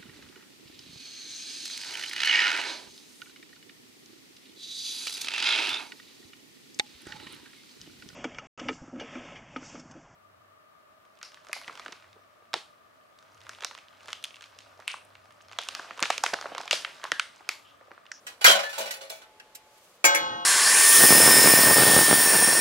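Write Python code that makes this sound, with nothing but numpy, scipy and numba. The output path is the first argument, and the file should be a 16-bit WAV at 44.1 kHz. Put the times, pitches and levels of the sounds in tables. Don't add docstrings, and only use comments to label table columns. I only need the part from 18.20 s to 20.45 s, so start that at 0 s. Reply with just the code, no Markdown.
import sys
import numpy as np
from scipy import signal
from scipy.io import wavfile
from scipy.ndimage import uniform_filter1d
from numba import njit

SR = 44100
rng = np.random.default_rng(int(sys.argv[2]) if len(sys.argv) > 2 else 0)


def undo_db(level):
    steps = np.asarray(level, float) / 20
    return 10 ** steps


def inscribe(sig):
    pcm = np.round(np.clip(np.atleast_2d(sig).T, -1, 1) * 32767)
    wavfile.write(sys.argv[1], SR, pcm.astype(np.int16))


N = 99225
OPPOSITE = np.array([[1], [-1]])
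ATTACK_S = 0.0013
PILE_RADIATE_HZ = 400
PLATE_LAG_S, PLATE_PAN_DB = 0.0003826, 3


def shape(table, hz):
    points = np.array(table, float)
    return np.interp(np.log(hz), np.log(np.maximum(points[:, 0], 1)), points[:, 1])


def band(x, hz, width_hz):
    return signal.lfilter(*signal.iirpeak(hz, hz / width_hz, fs=SR), x)


def walk(rate):
    k = int(SR / rate)
    steps = np.repeat(rng.standard_normal(N // k + 1), k)
    return uniform_filter1d(uniform_filter1d(steps, k), k)[:N]


def chatter(hits):
    bounces_per_s, spread_db, blow = 3500, 2.5, 0.7
    t, force = np.arange(N) / SR, np.zeros(N)
    occurs = rng.random(N) < bounces_per_s / SR
    size_db = rng.exponential(size=N) * spread_db
    bounces = occurs * undo_db(size_db) * rng.choice([-1., 1.], N)
    for s, db, length, _ in hits:
        burst = bounces * np.exp(-np.abs(t - s) / max(length, 1e-4))
        burst = burst * np.clip((t - s) / ATTACK_S, 0, 1)
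        burst[int(s * SR)] = blow
        force += undo_db(db) * burst / np.sqrt(np.sum(burst ** 2))
    latest_hit = np.searchsorted(np.array(hits)[:, 0], t + 1 / SR) - 1
    return force, np.maximum(latest_hit, 0)


def sheet(table, t60, count):
    hz = np.sort(100 + 15800 * rng.random(count) ** 1.5)
    db = shape(table, hz) + 10 * np.log10(hz) / 3
    decay = np.minimum(t60 * (hz / 2000) ** -.35, 1)
    return np.c_[hz, db, decay * undo_db(2 * rng.standard_normal(count))]


@njit
def ring(x, hit, gain, pole, ports):
    out = np.zeros((2, len(x)))
    start = np.argmax(x != 0)
    for m in range(pole.shape[1]):
        z = 0j
        for i in range(start, len(x)):
            z = z * pole[hit[i], m] + (x[i] + 1e-18) * gain[hit[i], m]
            out[0, i] += (z * ports[0, m]).imag
            out[1, i] += (z * ports[1, m]).imag
    return out


def steel(hits, parts, lag_s, pan_db, detune, cut_hz):
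    scatter_db, port_spread = 3.0, 1
    force, hit = chatter(hits)
    leveled = []
    for modes, level_db in parts:
        modes = np.array(modes, float)
        power_db = 10 * np.log10(np.sum(undo_db(modes[:, 1]) ** 2))
        leveled.append(modes + [0, level_db - power_db, 0])
    hz, db, t60 = np.vstack(leveled).T
    chance = rng.standard_normal((len(hits), 2, len(hz)))
    tilt_db = np.array(hits)[:, 3:4] * np.log2(hz / 2000)
    gain = undo_db(db + tilt_db + scatter_db * chance[:, 0])
    turn = 2j * np.pi * hz * (1 + detune * chance[:, 1]) / SR
    pole = np.exp(turn - np.log(1000) / (np.maximum(t60, .005) * SR))
    half = np.pi * hz * lag_s
    half = half + port_spread * np.minimum(hz / 2000, 1) * rng.standard_normal(len(hz))
    ports = np.exp(1j * np.array([half, -half])) * undo_db(OPPOSITE * pan_db / 2)
    high_pass = signal.butter(4, cut_hz, "high", fs=SR, output="sos")
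    return signal.sosfilt(high_pass, ring(force, hit, gain, pole, ports))


def held(hits, parts, detune, cut_hz=PILE_RADIATE_HZ):
    return steel(hits, parts, 0.0002, 2, detune, cut_hz)


def plain(hits):
    return [(*hit, 0) for hit in hits]


# (time [s], level [dB], contact length [s], brightness [dB/octave])
PILE_HITS = [(.067, -30, 0.03, 2.5), (.21, -18.5, 0.062, 1.35), (.243, -4.5, 0.015, 4.5),
             (.262, -5.5, 0.0099, 3.5), (.279, -8.5, 0.0095, 3), (.293, -7, 0.013, 1.8),
             (.312, -12, 0.027, 3), (.351, -17.5, 0.017, 0.4), (.391, -18.5, .018, -0.5),
             (.431, -23, 0.032, 0.5), (.492, -34, 0.038, 3.3), (.529, -26, 0.081, 2.1),
             (.579, -26, 0.033, 5.5), (.609, -29.5, .021, 2.8), (.657, -27.5, .03, 2.5),
             (.708, -30.5, .015, 5), (.738, -36, 0.029, 4.5), (.809, -31.5, 0.04, 2),
             (.896, -32.5, 0.045, 5.2), (1.017, -40, .012, 0.5)]
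# (frequency [Hz], density [dB per Hz])
PILE_SHEET = [(120, -49.5), (200, -26.5), (465, -35), (579, -3), (883, -6.5), (2960, -3.5), (3250, -7),
              (3490, -7), (16000, -28.5)]


def pile():
    return held(PILE_HITS, [(sheet(PILE_SHEET, .14, count=480), -7)], detune=.012)


# (time [s], level [dB], contact length [s])
BODY_HITS = [
    (0.245, -21.5, 0.02),
    (0.275, -16.5, 0.015),
    (0.293, -19, 0.02),
    (.35, -26, .015),
]
# (frequency [Hz], level [dB], t60 [s])
PILE_LOW = [(563, .1, .3), (590, -.5, .32), (679, -5, .45), (713, -10, .3), (640, -9, .4), (974, -10, .3)]
# (time [s], level [dB], contact length [s])
SETTLE_HITS = [
    (.44, -34, 0.033),
    (0.578, -26.5, 0.0071),
    (.6, -23, 0.039),
    (0.64, -40, 0.09),
    (0.769, -42, 0.011),
    (0.813, -38, 0.02),
    (0.899, -32.5, 0.017),
]
# (frequency [Hz], level [dB], t60 [s])
SETTLED_LOW = [(545, -3, .2), (572, -4, .22), (600, -4, .15), (646, -3, .2), (705, -7, .22), (825, -10, .2),
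               (883, -11, .22)]


def body():
    landing = held(plain(BODY_HITS), [(PILE_LOW, -4)], detune=.004)
    settling = held(plain(SETTLE_HITS), [(SETTLED_LOW, -4)], detune=.004)
    return landing + settling


# (time [s], level [dB], contact length [s], frequency [Hz], t60 [s])
PINGS = [(.246, 4.5, .009, 1581, 0.043), (.248, -6.5, .009, 2056, 0.067), (.262, -13.5, .01, 1283, 0.04),
         (.26, -46.5, 0.04, 206, 0.27), (.264, -13.5, .005, 5450, .06), (0.276, -21, .003, 2950, 0.04),
         (.292, -6.5, 0.0022, 3270, 0.044), (.295, -22.5, .01, 1464, 0.11), (.33, -36, .03, 1090, 0.18),
         (.43, -29, 0.027, 1743, 0.19), (.585, -67.5, 0.021, 215, 0.39), (.59, -32.5, .02, 980, 0.14),
         (.72, -43, 0.0075, 879, 0.32), (.9, -47, .008, 3470, .12), (.915, -39.5, 0.0088, 2293, .3),
         (1.2, -62, 0.00294, 2710, 0.077), (1.37, -61.5, 0.015, 2394, .3)]


def pings():
    out = 0
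    for s, db, length, hz, t60 in PINGS:
        cut_hz = min(hz / 2, 120 + hz / 4)
        out = out + held(plain([(s, db, length)]), [([(hz, 0, t60)], 0)], 0, cut_hz)
    return out


# (time [s], level [dB], contact length [s], brightness [dB/octave])
CLANG_HITS = [
    (.263, -10.5, .01, 0.02),
    (.3, -20.5, 0.011, 0.02),
    (.327, -27, .005, .02),
]
# (frequency [Hz], level [dB], t60 [s])
CLANG = [(3115, -6, .14), (3171, .1, .2), (3225, -3, .15)]


def clang():
    return held(CLANG_HITS, [(CLANG, 4)], detune=0)


# (time [s], level [dB], contact length [s], brightness [dB/octave])
PLATE_HITS = [
    (1.842, -8, 0.0024, -0.26),
    (1.85, -10, 0.0021, 3.4),
    (1.856, -14.5, 0.0074, 0.4),
    (1.948, -14, 0.001, 1.5),
    (1.957, -18.5, 0.00245, 0.3),
]
# (frequency [Hz], level [dB], t60 [s])
RIMS = [(4797, -9, .12), (5609, -3, .1), (5862, -14, .2), (6971, 0, .09), (6250, -8, .08), (8290, -9, .09),
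        (7400, -10, .1), (9442, -14, .12), (9889, -14, .11), (10820, -11, .08), (11370, -16, .18),
        (11980, -20, .18), (12460, -20, .16), (15700, -20, .15)]
# (frequency [Hz], density [dB per Hz])
PLATE_SHEET = [(59, -60), (100, -36.5), (600, -12.5), (1360, -24.5), (2170, 2), (2560, -8.5), (2750, -34.5),
               (6840, -19), (16000, -27)]


def knocks():
    parts = [(RIMS, -9), (sheet(PLATE_SHEET, 0.13, count=260), -3)]
    return steel(PLATE_HITS, parts, PLATE_LAG_S, PLATE_PAN_DB, detune=.0005, cut_hz=236.8)


def ringing(lines, t60s, t0, t1, db):
    knock_s, shimmer_db, shimmer_per_s = 1.8435, 2.4, 25
    twin_db, twin_split = -14, .012
    t, out = np.arange(N) / SR - knock_s, 0
    for (hz, line_db), t60 in zip(lines, t60s):
        fade = undo_db(-60 * np.maximum(t, 0) / t60) * np.clip(t / ATTACK_S, 0, 1)
        fade = fade / np.sqrt(np.mean(fade[int(t0 * SR):int(t1 * SR)] ** 2))
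        fade = fade * undo_db(shimmer_db * walk(shimmer_per_s))
        turn = 2 * np.pi * (hz * t + rng.random())
        beat = np.cos(turn * twin_split * rng.random() + 2 * np.pi * rng.random())
        fade = fade * (1 + undo_db(twin_db) * beat)
        side = np.clip(np.tan(np.pi * hz * PLATE_LAG_S), -2, 2) * np.cos(turn)
        wave = np.sin(turn) * undo_db(OPPOSITE * PLATE_PAN_DB / 2) + side * OPPOSITE
        out = out + np.sqrt(2) * undo_db(line_db + db) * fade * wave
    return out


# low, middle and high free partials (frequency [Hz], rms level while ringing [dB]), each with t60 [s]
PLATE = [(323, -61), (522, -51), (705, -49), (845, -49.5), (877.5, -46), (1077, -43.5), (1260, -54),
         (1319, -52), (1513, -57), (1561, -43), (1863, -60), (2250, -62), (2476, -64), (2498, -65)]
PLATE_T60S = [2.5, 2, 2, 2.5, 1.2, 2.1, 1.2, 2.1, 1.2, 1.2, 1.2, 1, 1, 1.2]
DISH = [(2859, -47), (2883, -56), (2934, -54), (2955, -52), (3316, -46), (3370, -64), (3488, -57),
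        (3806, -58), (3881, -60), (4005, -59), (4285, -56), (4344, -64), (4404, -59), (4764, -63)]
DISH_T60S = [2.5, 1.5, 1.3, 1.3, 1.5, 1, 1.3, 1.1, 1, 1.2, .8, 1, 1.2, .6]
LID = [(4953, -58), (5383, -68), (5464, -67), (5529, -59), (5997, -69), (6062, -62), (6595, -67),
       (6643, -66), (6751, -69), (7246, -70), (7321, -69), (7822, -73)]
LID_T60S = [1.1, .9, .8, .9, .8, .9, .7, .8, .6, .5, .5, .4]
GRIPPED = [(366, -52), (565, -35), (689, -42), (1287, -43), (1588, -28), (1858, -34), (2143, -35),
           (2240, -44), (2363, -37), (2519, -41)]
GRIPPED_T60S = [0.13, 0.81, .4, .4, 0.57, 0.98, 0.74, 0.52, .2, 0.86]


def free_plates():
    low = ringing(PLATE, PLATE_T60S, 1.98, 2.2, 0.24)
    middle = ringing(DISH, DISH_T60S, 1.98, 2.17, 0.54)
    high = ringing(LID, LID_T60S, 1.98, 2.15, 1.6)
    return low + middle + high + ringing(GRIPPED, GRIPPED_T60S, 1.86, 1.94, -3.14)


# (time [s], level [dB], contact length [s], brightness [dB/octave])
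WIRE_HITS = [
    (0.0664, -30, 0.013, -3),
    (0.708, -27, 0.003, -2.1),
    (0.901, -34.5, 0.00061, 1.5),
    (1.198, -36.5, 0.004, -7),
    (1.349, -42, 0.01, 4),
]
# (frequency [Hz], level [dB], t60 [s])
WIRE = [(1924, 16.5, 0.1), (2939, -1.5, .06), (4300, -6, 0.02)]
# (frequency [Hz], density [dB per Hz])
WIRE_SHEET = [(590, -45.5), (1000, -33), (1940, -1.5), (2980, -2), (13000, -9.5), (16000, -25.5)]


def rack_wires():
    gripped = np.minimum(np.array(WIRE), [SR, SR, .08])
    parts = [(gripped, -10.5), (sheet(WIRE_SHEET, .06, count=160), 1.5)]
    return held(WIRE_HITS, parts, detune=.012)


# (time [s], level [dB])
THUMP = [
    (1.843, -64),
    (1.92, -73.5),
    (2.03, -46),
    (2.15, -54.5),
    (2.25, -56.5),
]


def thump():
    hz, width_hz = 223, 440
    x = band(band(rng.standard_normal(N), hz, width_hz), hz, width_hz)
    s, db = np.transpose(THUMP)
    level_db = np.interp(np.arange(N) / SR, s, db, left=-120)
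    return x / x.std() * undo_db(level_db + 4.0 * walk(30))


# (time [s], level [dB])
SLIDE = [
    (1.45, -77),
    (1.632, -61),
    (1.82, -74.5),
]


def slide():
    x = np.array([band(rng.standard_normal(N), 6470, 9000) for _ in range(2)])
    s, db = np.transpose(SLIDE)
    level_db = np.interp(np.arange(N) / SR, s, db, left=-120, right=-120)
    return x / x.std() * undo_db(level_db + 2.9 * walk(68))


# (frequency [Hz], rms level [dB])
BOWL = [(705.2, -80), (861.3, -65)]
# (start [s], end [s])
BOWL_S = (0.96, 1.638)


def bowl():
    t, fade_s = np.arange(N) / SR, 0.067
    gate = np.clip(np.minimum(t - BOWL_S[0], BOWL_S[1] - t) / fade_s, 0, 1)
    hum = 0
    for hz, db in BOWL:
        hum = hum + np.sqrt(2) * undo_db(db + 1.8 * walk(13.43)) * np.sin(2 * np.pi * hz * t)
    return gate * hum


def room(x):
    t60_s, delay_s, top_hz, level_db = .33, .004, 3000, -17
    t = np.arange(SR // 2) / SR
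    tail = rng.standard_normal((2, len(t))) * undo_db(-60 * t / t60_s) * (t > delay_s)
    tail = signal.lfilter(*signal.butter(1, top_hz, fs=SR), tail)
    tail = tail / np.sqrt(np.sum(tail ** 2) / 2)
    return undo_db(level_db) * signal.fftconvolve(x, tail, axes=1)[:, :N]


# (frequency [Hz], density [dB per Hz])
KITCHEN = [(18, -67), (30, -23), (319, -17.5), (684, -3.5), (801, -18.5), (866, -7.5), (1430, -20),
           (2750, -22), (16000, -37)]


def kitchen():
    swell_db, flicker_db, same_hz, level_db = 1.2, 1.5, 2470, -60
    out, swell = 0, walk(0.73)
    for hz in 35 * 2 ** np.arange(0, 9, .5):
        mid, side = (band(band(rng.standard_normal(N), hz, hz / 2), hz, hz / 2) for _ in range(2))
        db = shape(KITCHEN, hz) + swell_db * swell + flicker_db * walk(3)
        out = out + undo_db(db) * (mid + min(hz / same_hz, 1) * side * OPPOSITE)
    return out / np.mean(out, axis=0).std() * undo_db(level_db)


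def scene():
    near = pile() + body() + pings() + clang() + knocks() + free_plates() + rack_wires()
    return near + room(near) + thump() + slide() + bowl() + kitchen()


def top_cut(x):
    return signal.sosfilt(signal.butter(12, 16960, fs=SR, output="sos"), x)


def record(dry):
    ceiling = .84
    low_pass = signal.ellip(8, .2, 18, 15800, fs=SR, output="sos")
    x = signal.sosfilt(low_pass, dry) / ceiling
    mix = ceiling * x / (1 + x ** 4) ** (1 / 4)
    return top_cut(mix)


dry = scene()
out = record(dry)
inscribe(out)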